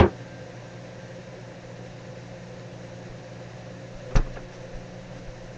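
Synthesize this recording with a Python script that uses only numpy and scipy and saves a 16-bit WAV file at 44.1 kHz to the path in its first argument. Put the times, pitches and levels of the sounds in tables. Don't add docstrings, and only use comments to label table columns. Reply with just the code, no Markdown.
import sys
import numpy as np
from scipy import signal
from scipy.fft import rfft, irfft, next_fast_len
from scipy.io import wavfile
from scipy.ndimage import uniform_filter1d

SR = 44100
rng = np.random.default_rng(int(sys.argv[2]) if len(sys.argv) > 2 else 0)


def how_loud(loudness_db):
    steps = np.asarray(loudness_db, float) / 20
    return 10 ** steps


def generate_wav(sig):
    pcm = np.round(np.clip(np.atleast_2d(sig).T, -1, 1) * 32767).astype(np.int16)
    wavfile.write(sys.argv[1], SR, pcm)


N = 245637
T = np.arange(N) / SR
F = np.maximum(np.arange(N // 2 + 1) * SR / N, 1)


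def curve(table):
    hz, db = np.transpose(table)
    return np.interp(np.log(F), np.log(hz), db)


def humps(table):
    return sum(how_loud(db) ** 2 / (1 + ((F - hz) / (width / 2)) ** 2) ** 2 for hz, width, db in table)


def noise(power):
    white = rfft(rng.standard_normal(N))
    return irfft(white * np.sqrt(power * SR / 2), N)


def one_second_power(power):
    return power / power.sum() * N / SR


def unit(x):
    return x / np.std(x)


def walk(rate_hz):
    return unit(noise(1 / (1 + (F / rate_hz) ** 4)))


def ring(force, hz, t60):
    pole = np.exp((2j * np.pi * hz - np.log(1000) / t60) / SR)
    return signal.lfilter([1], [1, -pole], force)


def push(start_s, size, rise_s):
    shape = np.sin(np.pi * np.clip((T - start_s) / rise_s, 0, 1)) ** 2
    return size * shape / shape.sum()


def fan_hum():
    # pitch_hz, level_db (rms), wander_db
    tones = [(119.8, -46, .8), (177.6, -49, 1), (360, -61, 2), (532.9, -52, 1.5), (640.6, -61, 3),
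             (710.6, -61, 2), (760, -67, 3), (35.3, -66, 2)]
    hum = 0
    for hz, db, wander_db in tones:
        level = np.sqrt(2) * how_loud(db + wander_db * walk(3.4))
        phase = 2 * np.pi * (hz * T + rng.random()) + 0.11 * wander_db * walk(2.3)
        hum = hum + level * np.sin(phase)
    return hum


def fan_air():
    # pitch_hz, level_db (per Hz)
    air = [(15, -83.5), (30, -79.5), (60, -77.5), (210, -77), (420, -82), (680, -82), (900, -84),
           (1250, -88.5), (2200, -88.5), (3300, -95), (5000, -95), (6300, -94.5), (12000, -95)]
    # pitch_hz, width_hz, level_db (per Hz)
    hood = [(134.5, 46, -66.5), (191, 20, -70), (283.6, 20.3, -70), (359.4, 65, -72.5), (464, 42, -73),
            (504, 15.3, -64.5), (518, 13, -64), (537, 14, -75.5), (580, 95, -72), (733, 40, -78),
            (864, 27, -78), (1003, 40, -81.5), (1746, 620, -84), (2680, 630, -91), (3900, 750, -94),
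            (5750, 700, -100)]
    power = how_loud(curve(air)) ** 2 + humps(hood)
    gust = walk(2.2)
    octave = np.clip(np.round(np.log2(F / 30)), 0, 8)
    return sum(how_loud(0.24 * gust + 0.6 * walk(17)) * noise(power * (octave == k)) for k in range(9))


def sizzle():
    # start_s, peak_db
    spits = [(0.7404, -42), (1.7634, -42), (2.471, -44.5), (2.5945, -46), (3.2515, -38), (3.3353, -37)]
    pops_per_s, bed_db, spread_db = 260, -71, 4.0
    popping = rng.random(N) < pops_per_s / SR
    size = how_loud(bed_db + spread_db * rng.exponential(size=N))
    pops = popping * size * rng.choice([-1, 1], N)
    bed = ring(pops, 4200, 0.0031).imag + ring(pops, 1900, 0.006).imag
    clear = sum(ring(push(s, how_loud(peak_db - 3.5), 0.0001), 4500, 0.0035).imag for s, peak_db in spits)
    return bed + clear


def pan_ring():
    # pitch_hz, level_db, t60_s, beats_per_s, first_swell_s, beat_depth (0-1)
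    pan = (1580, -51.5, 6, 2.9, .36, .75)
    hz, db, t60, beats, swell_s, depth = pan
    beat = 1 + depth * np.cos(2 * np.pi * beats * (T - swell_s))
    return ring(push(0.01, how_loud(db), 0.00032), hz, t60).imag * beat


def hand_rumble():
    arrive_s, arrival_s, away_db, busy_db = 3.76, 0.25, -67.5, -49
    near = np.clip((T - arrive_s) / arrival_s, 0, 1)
    return unit(noise(humps([(24, 20, 0)]))) * how_loud(away_db + (busy_db - away_db) * near)


def worktop():
    # start_s, level_db, direction, rise_s
    jolts = [
        (4.1522, -10, -1, 0.0063),
        (4.1631, -16, -1, 0.0019),
        (4.1654, -9, 1, 0.0035),
        (4.195, -21.5, -1, 0.0013),
        (4.198, -20, 1, 0.0068),
    ]
    # start_s, level_db, direction
    nudges = [
        (3.09, -33, 1),
        (3.945, -28, -1),
        (4.225, -33, 1),
        (4.445, -38, 1),
        (4.742, -24, -1),
        (5.27, -26.5, -1),
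    ]
    # start_s, level_db,
    # direction, rise_s
    wobbles = [(4.262 + k * 0.04, -28.5 - k * 3, -1, 0.016) for k in range(3)]
    nudge = sum(push(s, np.sign(way) * how_loud(db), 0.019) for s, db, way in nudges)
    jolt = sum(push(s, np.sign(way) * how_loud(db), rise_s) for s, db, way, rise_s in jolts + wobbles)
    force = how_loud(-4) * nudge + jolt
    rock = ring(force, 22.7, 0.2).real
    board = how_loud(-7.5) * ring(force, 106.6, 0.044).real
    flex = how_loud(-4) * ring(nudge, 40, 0.13).real
    return rock + board + flex


def tub_taps():
    # start_s, peak_db, pitch_hz
    taps = [(4.157, -25, 470), (4.158, -26, 1280), (4.162, -28, 1880), (4.1595, -28, 2700),
            (4.161, -31, 4500), (4.163, -32, 5800), (4.1945, -21, 350), (4.3575, -42, 2750),
            (4.361, -42, 2200), (4.3695, -32, 720), (4.3725, -31, 1680)]
    t60_s = 0.033
    return sum(ring(push(s, how_loud(db - 2.5), 0.35 / hz), hz, t60_s).imag for s, db, hz in taps)


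def tub_knocks():
    # start_s, level_db, contact_s, kind
    knocks = [(3.1, -48, .01, "dull"), (4.107, -40.5, 0.015, "dull"), (4.153, -25.5, 0.0049, "hard"),
              (4.156, -35, .012, "tick"), (4.165, -27, 0.0066, "dull"), (4.171, -41.5, .006, "tick"),
              (4.189, -35, .006, "dull"), (4.258, -47, 0.022, "dull"), (4.335, -55, 0.014, "tick"),
              (4.358, -41, .012, "hard"), (4.37, -46.5, .008, "dull"), (4.52, -51, 0.038, "scuff"),
              (5.15, -56, 0.045, "scuff")]
    contacts = {"dull": (250, 3300, .13), "hard": (440, 3000, 0.15), "tick": (3900, 7200, 0.07),
                "scuff": (1400, 8500, .12)}
    # pitch_hz, width_hz, level_db
    walls = [(120, 75, 7), (253, 58, 13.5), (413, 94, 8.5), (499, 170, 7.5), (780, 270, 0.5),
             (1180, 720, -1.5), (1700, 880, -5.5), (2520, 400, -7.5), (3820, 1200, -11.5),
             (5580, 1600, -11), (8400, 1600, -11.5)]
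    out = 0
    for start_s, db, contact_s, kind in knocks:
        low_hz, top_hz, t60 = contacts[kind]
        power = humps(walls) / (1 + (low_hz / F) ** 4) / (1 + (F / top_hz) ** 6)
        power = one_second_power(power)
        age = np.maximum(T - start_s, 0)
        onset = np.clip(age / 0.0026, 0, 1)
        for share, decay_s in ((F < 2000, t60), (F >= 2000, 0.7 * t60)):
            tail = how_loud(-60 * np.maximum(age - contact_s, 0) / decay_s)
            out = out + how_loud(db) * onset * tail * noise(power * share)
    return out


def pot_clatter():
    # pitch_hz, level_db (per Hz)
    colour = [(35, -30), (60, -10), (422, -5), (642, -19.5), (752, -5.5), (831, -14.5), (918, -15.5),
              (2690, -24.5), (7000, -53.5), (9100, -91), (15400, -120)]
    dulling_db_s = 250
    level_db, fade_db_s = -14, 198
    rests_s, resting_fade_db_s = 0.065, 195
    power = one_second_power(how_loud(curve(colour)) ** 2)
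    half_octave = np.clip(np.round(2 * np.log2(F / 1500)), 0, 7)
    rattle = sum(noise(power * (half_octave == k)) * how_loud(k * (2.0 - dulling_db_s * T / 2)) for k in range(8))
    return rattle * how_loud(level_db - fade_db_s * T - resting_fade_db_s * np.maximum(T - rests_s, 0))


def pot_body():
    # start_s, level_db
    blows = [
        (0.0005, -11.5),
        (0.0045, -0.5),
        (0.020, -20.5),
        (0.030, -11.5),
        (0.041, -8.5),
        (0.056, -18),
        (0.074, -23.5),
    ]
    # pitch_hz, level_db, t60_s
    modes = [(89.7, -5.5, 0.12), (196.5, -6, 0.088), (250, -13, 0.037), (347, -2, 0.078), (404, 0, 0.064),
             (500, -4, 0.05), (553, -5.5, 0.044), (726, -15.5, 0.033), (790, -18, .06), (928, -10.5, 0.056),
             (1147, -17.5, 0.077), (1340, -18.5, 0.06), (1804, -19, .06)]
    spread = rng.standard_normal((len(blows), len(modes)))
    body = 0
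    for k, (hz, db, t60) in enumerate(modes):
        force = 0
        for j, (start_s, blow_db) in enumerate(blows):
            force = force + push(start_s, how_loud(blow_db + db - 6 + 3.5 * spread[j, k]), 0.0006)
        body = body + (-1) ** k * ring(force, hz, t60).imag
    return body


def scene():
    background = fan_hum() + fan_air() + sizzle() + pan_ring()
    handling = hand_rumble() + worktop() + tub_taps() + tub_knocks()
    return (background + handling + pot_clatter() + pot_body())[None]


def band(x, low_hz, top_hz):
    size = next_fast_len(N + SR // 4)
    hz = np.arange(size // 2 + 1) * SR / size
    return irfft(rfft(x, size) * ((hz >= low_hz) & (hz < top_hz)), size)[:N]


def coarse_treble(x):
    # lower_edge_hz, level_db
    steps = [(6330, -2.5), (7160, -15), (8220, -31), (9400, -41.5), (10680, -45)]
    edges = [hz for hz, db in steps] + [12000]
    out = band(x, 0, edges[0])
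    flutter_db = 1.2 * walk(25)
    for (hz, db), top_hz in zip(steps, edges[1:]):
        power = uniform_filter1d(band(x, hz, top_hz) ** 2, size=900, origin=-150)
        level = np.sqrt(np.abs(uniform_filter1d(power, size=400)))
        hiss = unit(noise((F >= hz) & (F < top_hz)))
        out = out + how_loud(db + flutter_db * (hz > edges[0])) * level * hiss
    return out


def band_limit(x):
    return signal.sosfilt(signal.butter(12, 10400, fs=SR, output="sos"), x)


def record(dry):
    overload = 0.74
    dry = dry / (1 + (dry / overload) ** 4) ** 0.25
    mix = coarse_treble(dry[0])[None]
    return band_limit(mix)


dry = scene()
out = record(dry)
generate_wav(out)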